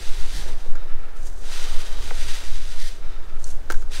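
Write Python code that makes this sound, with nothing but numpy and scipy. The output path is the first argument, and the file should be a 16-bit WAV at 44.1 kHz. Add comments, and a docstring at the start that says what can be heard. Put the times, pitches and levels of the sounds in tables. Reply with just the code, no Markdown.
"""Gravelly sand, thrown by the shovelful, hisses on a sloped wire screen at an outdoor building site.
Grains pelt the mesh and ring its frame while the fine sand pours through. Between throws the blade
crunches into the heap, scrapes under it and lifts, spilling grit and chinking on stones.
A few sharp knocks sound close by, and wind rocks the microphone over faint outdoor air."""
import sys
import numpy as np
from scipy import signal
from scipy.fft import rfft, irfft, next_fast_len
from scipy.io import wavfile
from scipy.ndimage import map_coordinates

SR = 44100
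rng = np.random.default_rng(int(sys.argv[2]) if len(sys.argv) > 2 else 0)


def wav_record(signal):
    """Record a signal, one row per channel, as 16-bit PCM in the file named by sys.argv[1]."""
    frames = np.transpose(np.atleast_2d(signal))
    bounded = np.clip(frames, -1, 1)
    # unit amplitude maps onto the largest positive 16-bit level
    quanta = np.round(bounded * 32767).astype(np.int16)
    wavfile.write(sys.argv[1], SR, quanta)


N = 176400
KNOCK_ATTACK_S = .0012


def amp(db):
    """Decibels to gain."""
    return 10 ** (np.asarray(db) / 20)


def unit(x):
    """Scale to rms 1."""
    return x / np.sqrt(np.mean(x ** 2) + 1e-20)


def curves(rows):
    """Automation lanes: one value per sample for each column after the time."""
    times, *columns = np.transpose(rows)
    return [np.interp(np.arange(N) / SR, times, column) for column in columns]


def wobble(per_s):
    """Smooth random modulation with per_s knots a second."""
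    return map_coordinates(rng.standard_normal(1024), [np.arange(N) * per_s / SR], mode="wrap")


def filtered(x, response):
    """Filter x by a complex frequency response."""
    size = 2 * next_fast_len(N * 2 // 3)
    return irfft(rfft(x, size) * response(np.fft.rfftfreq(size, 1 / SR)), size)[:N]


def colour(points):
    """Minimum-phase EQ through (freq_hz, gain_db) points."""
    def response(hz):
        freq_hz, gain_db = np.transpose(points)
        gain = amp(np.interp(np.log(hz + 1), np.log(freq_hz + 1), gain_db))
        cepstrum = irfft(np.log(gain))
        cepstrum[1:len(hz) - 1] *= 2
        cepstrum[len(hz):] = 0
        return np.exp(rfft(cepstrum))
    return response


def resonances(modes):
    """Response of a resonator bank of (pitch_hz, width_hz, gain_db) modes."""
    return lambda f: sum(amp(db) * 1j * f * width / (hz * hz - f * f + 1j * f * width)
                         for hz, width, db in modes)


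def noise(points):
    """Coloured noise of rms 1."""
    return unit(filtered(rng.standard_normal(N), colour(points)))


def grains(response, per_s, scatter_db):
    """Random impacts of grains of scattered size, heard through a response, rms 1."""
    struck = rng.random(N) < per_s / SR
    size = amp(scatter_db * np.minimum(rng.standard_normal(N), np.e))
    polarity = np.sign(rng.standard_normal(N))
    return unit(filtered(struck * size * polarity, response))


def strokes(rows):
    """Gain envelope of attack-hold-release strokes."""
    t = np.arange(N) / SR
    return sum(amp(db) * np.clip((t - start) / attack, 0, 1)
               * np.clip(1 - (t - start - attack - hold) / release, 0, 1) ** 2
               for start, attack, hold, release, db in rows)


def ring(modes, t, detune=.015):
    """Damped modes, a little different in level and pitch at every blow."""
    return sum(amp(db + rng.normal(0, 1) - 60 * t / t60)
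               * np.sin(2 * np.pi * (hz * (1 + detune * rng.normal()) * t + rng.random()))
               for hz, db, t60 in modes)


def air(level_db=-50, drift_db=.5):
    """A faint outdoor bed whose level drifts gently."""
    # tone of the open air: freq_hz, gain_db
    air_eq = [(60, -14), (130, 6.5), (210, -4), (400, 3.5), (650, 1), (1000, -2), (1500, -2.5), (2500, -13),
              (4000, -15), (7000, -21), (15000, -27)]
    return amp(level_db + drift_db * wobble(5.22)) * noise(air_eq)


def wind(sway_db=-13, buffet_db=2.6):
    """Slow pressure swings at the microphone, with rumble and low swells in the gusts."""
    # rise and fall of the gusts: time_s, rumble_db
    gusts = [(.15, -34), (.41, -26.5), (.56, -35.5), (.8, -46.5), (1.15, -37.5), (1.32, -31.5), (1.6, -41),
             (1.95, -32.5), (2.28, -30.5), (2.48, -37), (3, -37), (3.42, -32.5), (3.8, -32), (3.89, -35)]
    # dull low swells: start_s, attack_s, hold_s, release_s, level_db
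    swells = [(.32, 0.014, 0.078, .15, -45), (3.77, 0.0087, 0.018, 0.042, -46)]
    # tone of the sway, the rumble and the swells: freq_hz, gain_db
    sway_eq = [(1, -10.5), (4, 1), (11, -0.5), (20, -24), (100, -120)]
    rumble_eq = [(10, -9.5), (20, -3.5), (32, 0.5), (50, -10.5), (70, -16.5), (100, -29.5), (200, -36.5),
                 (400, -37), (2000, -110)]
    swell_eq = [(50, -3), (90, 0), (150, -2), (230, -13), (340, -15), (900, -45)]
    rumble_db, = curves(gusts)
    sway = amp(sway_db) * noise(sway_eq)
    rumble = amp(rumble_db + buffet_db * wobble(8.96)) * noise(rumble_eq)
    return sway + rumble + strokes(swells) * noise(swell_eq)


def yard(x, t60_s=.053, wet_db=-9.5):
    """A weak, short answer from the heaps and house walls."""
    t = np.arange(SR // 2) / SR
    tail = rng.standard_normal(len(t)) * amp(-60 * t / t60_s)
    return amp(wet_db) * signal.fftconvolve(x, tail / np.linalg.norm(tail))[:N]


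def knocks(crack_t60_s=.034):
    """Hard contacts nearby: a hollow ring, a low thud and a gritty crack in varying shares."""
    # each knock's blend, ahead of the mix gains: start_s, body_db, thud_db, crack_db
    hits = [(0.661, -54, -30.5, -66), (0.753, -33, -32, -45), (3.7, -17, -17, -28.5),
            (3.7071, -30, -30, -30), (3.72, -29, -34, -30.5), (3.725, -53, -30, -46),
            (3.74, -33.5, -44, -39.5), (3.821, -40, -38, -43)]
    # modes of the hollow body and of the thud: pitch_hz, gain_db, t60_s
    body_modes = [(870, -20, 0.018), (1180, -8, 0.049), (1359, 3, 0.035), (1567, 1.5, 0.053),
                  (1725, -0.5, 0.039), (2200, -6.5, 0.033)]
    thud_modes = [(360, 1.5, .04), (490, 2, .035), (700, -8, .025)]
    # tone of the crack: freq_hz, gain_db
    crack_eq = [(200, -12), (900, 10.5), (2500, -2.5), (4500, -1), (7000, 1), (9500, -11.5), (15000, -17)]
    t = np.arange(SR // 8) / SR
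    rise = 1 - np.exp(-(t / KNOCK_ATTACK_S) ** 2)
    rings, cracks = np.zeros((2, N + SR))
    for start_s, body_db, thud_db, crack_db in hits:
        at = slice(round(start_s * SR), round(start_s * SR) + len(t))
        rings[at] += (amp(body_db) * ring(body_modes, t) + amp(thud_db) * ring(thud_modes, t)) * rise
        cracks[at] += amp(crack_db - 60 * t / crack_t60_s) * rise * rng.standard_normal(len(t))
    return .5 * rings[:N] + 2 * filtered(cracks[:N], colour(crack_eq))


def falling_knock(start_s=2.1062, length_s=.018, from_hz=3000, to_hz=400, glide_s=.0034, level_db=-28):
    """One short, rough knock sweeps quickly down in pitch."""
    t = np.clip(np.arange(N) / SR - start_s, 0, length_s)
    pitch_hz = to_hz + (from_hz - to_hz) * np.exp(-t / glide_s)
    envelope = np.minimum(t / KNOCK_ATTACK_S, 1) * (1 - (t / length_s) ** 2)
    roughness = .6 * wobble(1400)
    return amp(level_db) * envelope * np.sin(2 * np.pi * np.cumsum(pitch_hz) / SR + roughness)


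def bright_hits(attack_s=.0006, snap_t60_s=.0055):
    """Bright hits: a single stone chinks against the blade, and one close knock adds a hard snap and a brief
    bright ring."""
    # bright hits, a stone chink and a close knock: start_s, ring_db, snap_db
    hits = [(3.4418, -28, -41), (3.7212, -31.5, -19)]
    # bright modes of the steel: pitch_hz, gain_db, t60_s
    steel_modes = [(4240, -6, 0.019), (5780, -1.5, 0.017), (6630, 3, .01), (7500, 2.5, 0.0083),
                   (8520, 2, 0.011), (9900, -6, 0.0082)]
    t = np.arange(SR // 20) / SR
    rise = 1 - np.exp(-t / attack_s)
    out = np.zeros(N + SR)
    for start_s, ring_db, snap_db in hits:
        snap = amp(snap_db - 60 * t / snap_t60_s) * rng.standard_normal(len(t))
        out[round(start_s * SR):][:len(t)] += (amp(ring_db) * ring(steel_modes, t) + snap) * rise
    return out[:N]


def scrapes(attack_s=.02, rasp_release_s=.33, ring_release_s=.18, sag_per_s=.16, judder_db=2):
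    """The blade judders under the heap: its edge rasps, sinks in pitch and fades as the blade rings."""
    # pushes under the heap: start_s, rasp_hold_s, ring_hold_s, rasp_db, ring_db
    pushes = [(0.747, 0.06, .42, -58, -54.5), (3.002, 0.12, 0.34, -56, -54)]
    # resonances of the edge and of the whole blade: pitch_hz, width_hz, gain_db
    edge_modes = [(2280, 300, -3), (3120, 160, -3), (3750, 170, 3), (5050, 250, -6)]
    blade_modes = [(415, 110, -1), (1325, 95, 3), (1690, 170, -4), (2200, 250, -11)]

    def steel(modes, cutoff_hz=6100):
        """Grit excites the steel's modes, muffled by a low-pass."""
        muffle = lambda f: 1 / (1 + 1j * np.sqrt(2) * f / cutoff_hz - (f / cutoff_hz) ** 2)
        return grains(lambda f: resonances(modes)(f) * muffle(f), per_s=3000, scatter_db=3.5)

    t = np.arange(N) / SR
    buried_s = sum((t - s) * (t > s) * (t < s + 1) for s, *_ in pushes)
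    pitch_ratio = 1 - sag_per_s * buried_s
    edge = map_coordinates(steel(edge_modes), [np.cumsum(pitch_ratio)])
    rasp_gain = strokes([(s, attack_s, hold, rasp_release_s, db) for s, hold, _, db, _ in pushes])
    ring_gain = strokes([(s, attack_s, hold, ring_release_s, db) for s, _, hold, _, db in pushes])
    return (edge * rasp_gain + steel(blade_modes) * ring_gain) * amp(judder_db * wobble(55))


def shovel(crunch_db=1.2, trickle_db=2.1):
    """The blade bites into the heap with a crunch and spills grit on the way up."""
    # bites and spills: start_s, attack_s, hold_s, release_s, level_db
    bites = [(.3, 0.04, 0.049, 0.058, -38.5), (.47, 0.014, 0.0088, 0.036, -47),
             (2.765, 0.034, 0.086, 0.039, -42)]
    spills = [(1.15, 0.017, 0.048, 0.045, -55.5), (1.22, 0.038, 0.015, 0.046, -47),
              (1.28, .03, 0.2, 0.094, -55.5), (3.37, 0.033, 0.11, 0.023, -54),
              (3.44, 0.038, 0.026, 0.021, -49.5), (3.5, 0.0072, 0.026, .12, -52.5),
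              (3.72, 0.014, 0.076, 0.086, -54.5)]
    # tone of the crunch and of the falling grit: freq_hz, gain_db
    bite_eq = [(200, -25), (1350, -14), (1650, 5), (2100, 6.5), (2600, -12), (3100, 5.5), (4900, 5.5),
               (6200, 1), (9000, -2), (15000, -16.5)]
    spill_eq = [(500, 1.5), (2500, -9), (4500, -4.5), (6800, 1.5), (9000, -3.5), (15000, -19)]
    crunch = grains(colour(bite_eq), per_s=5000, scatter_db=2.5) * amp(crunch_db * wobble(60))
    grit = grains(colour(spill_eq), per_s=2300, scatter_db=0) * amp(trickle_db * wobble(80))
    return crunch * strokes(bites) + grit * strokes(spills)


def screen(low_cut_hz=920, clump_db=1.1, surge_db=.7):
    """Grains pelt the wire mesh in clumps and ring its frame while fine sand pours on to the pile."""
    # sand flow over three throws: time_s, hiss_db, pour_db
    flow = [(.28, -42.5, -51.5), (.49, -43, -44.5), (.55, -50, -50.5), (.68, -54.5, -54),
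            (.78, -62.5, -51.5), (1.39, -65.5, -66), (1.44, -50, -49), (1.525, -37.5, -51),
            (1.63, -37.5, -45), (1.75, -42.5, -47.5), (1.82, -41.5, -49.5), (1.95, -44.5, -48),
            (2.1, -41.5, -48), (2.23, -38.5, -51), (2.42, -39, -48.5), (2.54, -44.5, -79), (2.75, -44, -61),
            (2.92, -46.5, -87), (3.05, -61.5, -56.5), (3.895, -60, -64), (3.92, -41.5, -59),
            (3.95, -33.5, -56), (4, -39, -48)]
    # a load lands and rings the frame: start_s, attack_s, hold_s, release_s, level_db
    landings = [(1.48, 0.053, 0.46, 0.28, -48.5)]
    # tone of the hiss on the mesh and of the pour through it: freq_hz, gain_db
    hiss_eq = [(300, -3.5), (1500, -1), (2600, -1.5), (4000, -1.5), (5500, -2.5), (8500, -6),
               (11500, -14.5), (15500, -24)]
    pour_eq = [(100, -19), (220, -9), (400, 0.5), (850, -2), (1400, -9.5), (1800, -8), (2600, -22),
               (6000, -31)]
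    # resonances of the wires and of the frame: pitch_hz, width_hz, gain_db
    wire_modes = [(2050, 630, -7), (3420, 360, -21.5), (3633, 550, -1.5), (4800, 136, -0.5),
                  (5920, 300, -12.5), (8340, 160, -11.5)]
    frame_modes = [(1170, 80, 4), (3150, 170, -1), (3800, 150, -4)]
    low_cut = lambda f: 1j * f / (low_cut_hz + 1j * f)
    mesh = lambda f: colour(hiss_eq)(f) * (1 + resonances(wire_modes)(f)) * low_cut(f)
    hiss = grains(mesh, per_s=6000, scatter_db=2.5)
    pour = grains(colour(pour_eq), per_s=3600, scatter_db=4)
    frame = grains(resonances(frame_modes), per_s=900, scatter_db=4)
    hiss_db, pour_db = curves(flow)
    hiss *= amp(hiss_db + clump_db * wobble(45) + surge_db * wobble(14))
    pour *= amp(pour_db + wobble(30.1))
    frame *= strokes(landings) * amp(clump_db * wobble(20))
    return hiss + pour + frame


def scene():
    """The work in its yard, the outdoor air and the wind, in mono."""
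    work = screen() + shovel() + scrapes() + knocks() + falling_knock() + bright_hits()
    return (air() + work + yard(work) + wind())[None]


def record(dry):
    """A steep low-pass trims the very top of the treble."""
    cutoff_hz = 15720
    return signal.sosfiltfilt(signal.ellip(10, .05, 60, cutoff_hz, fs=SR, output="sos"), dry)


dry = scene()
out = record(dry)
wav_record(out)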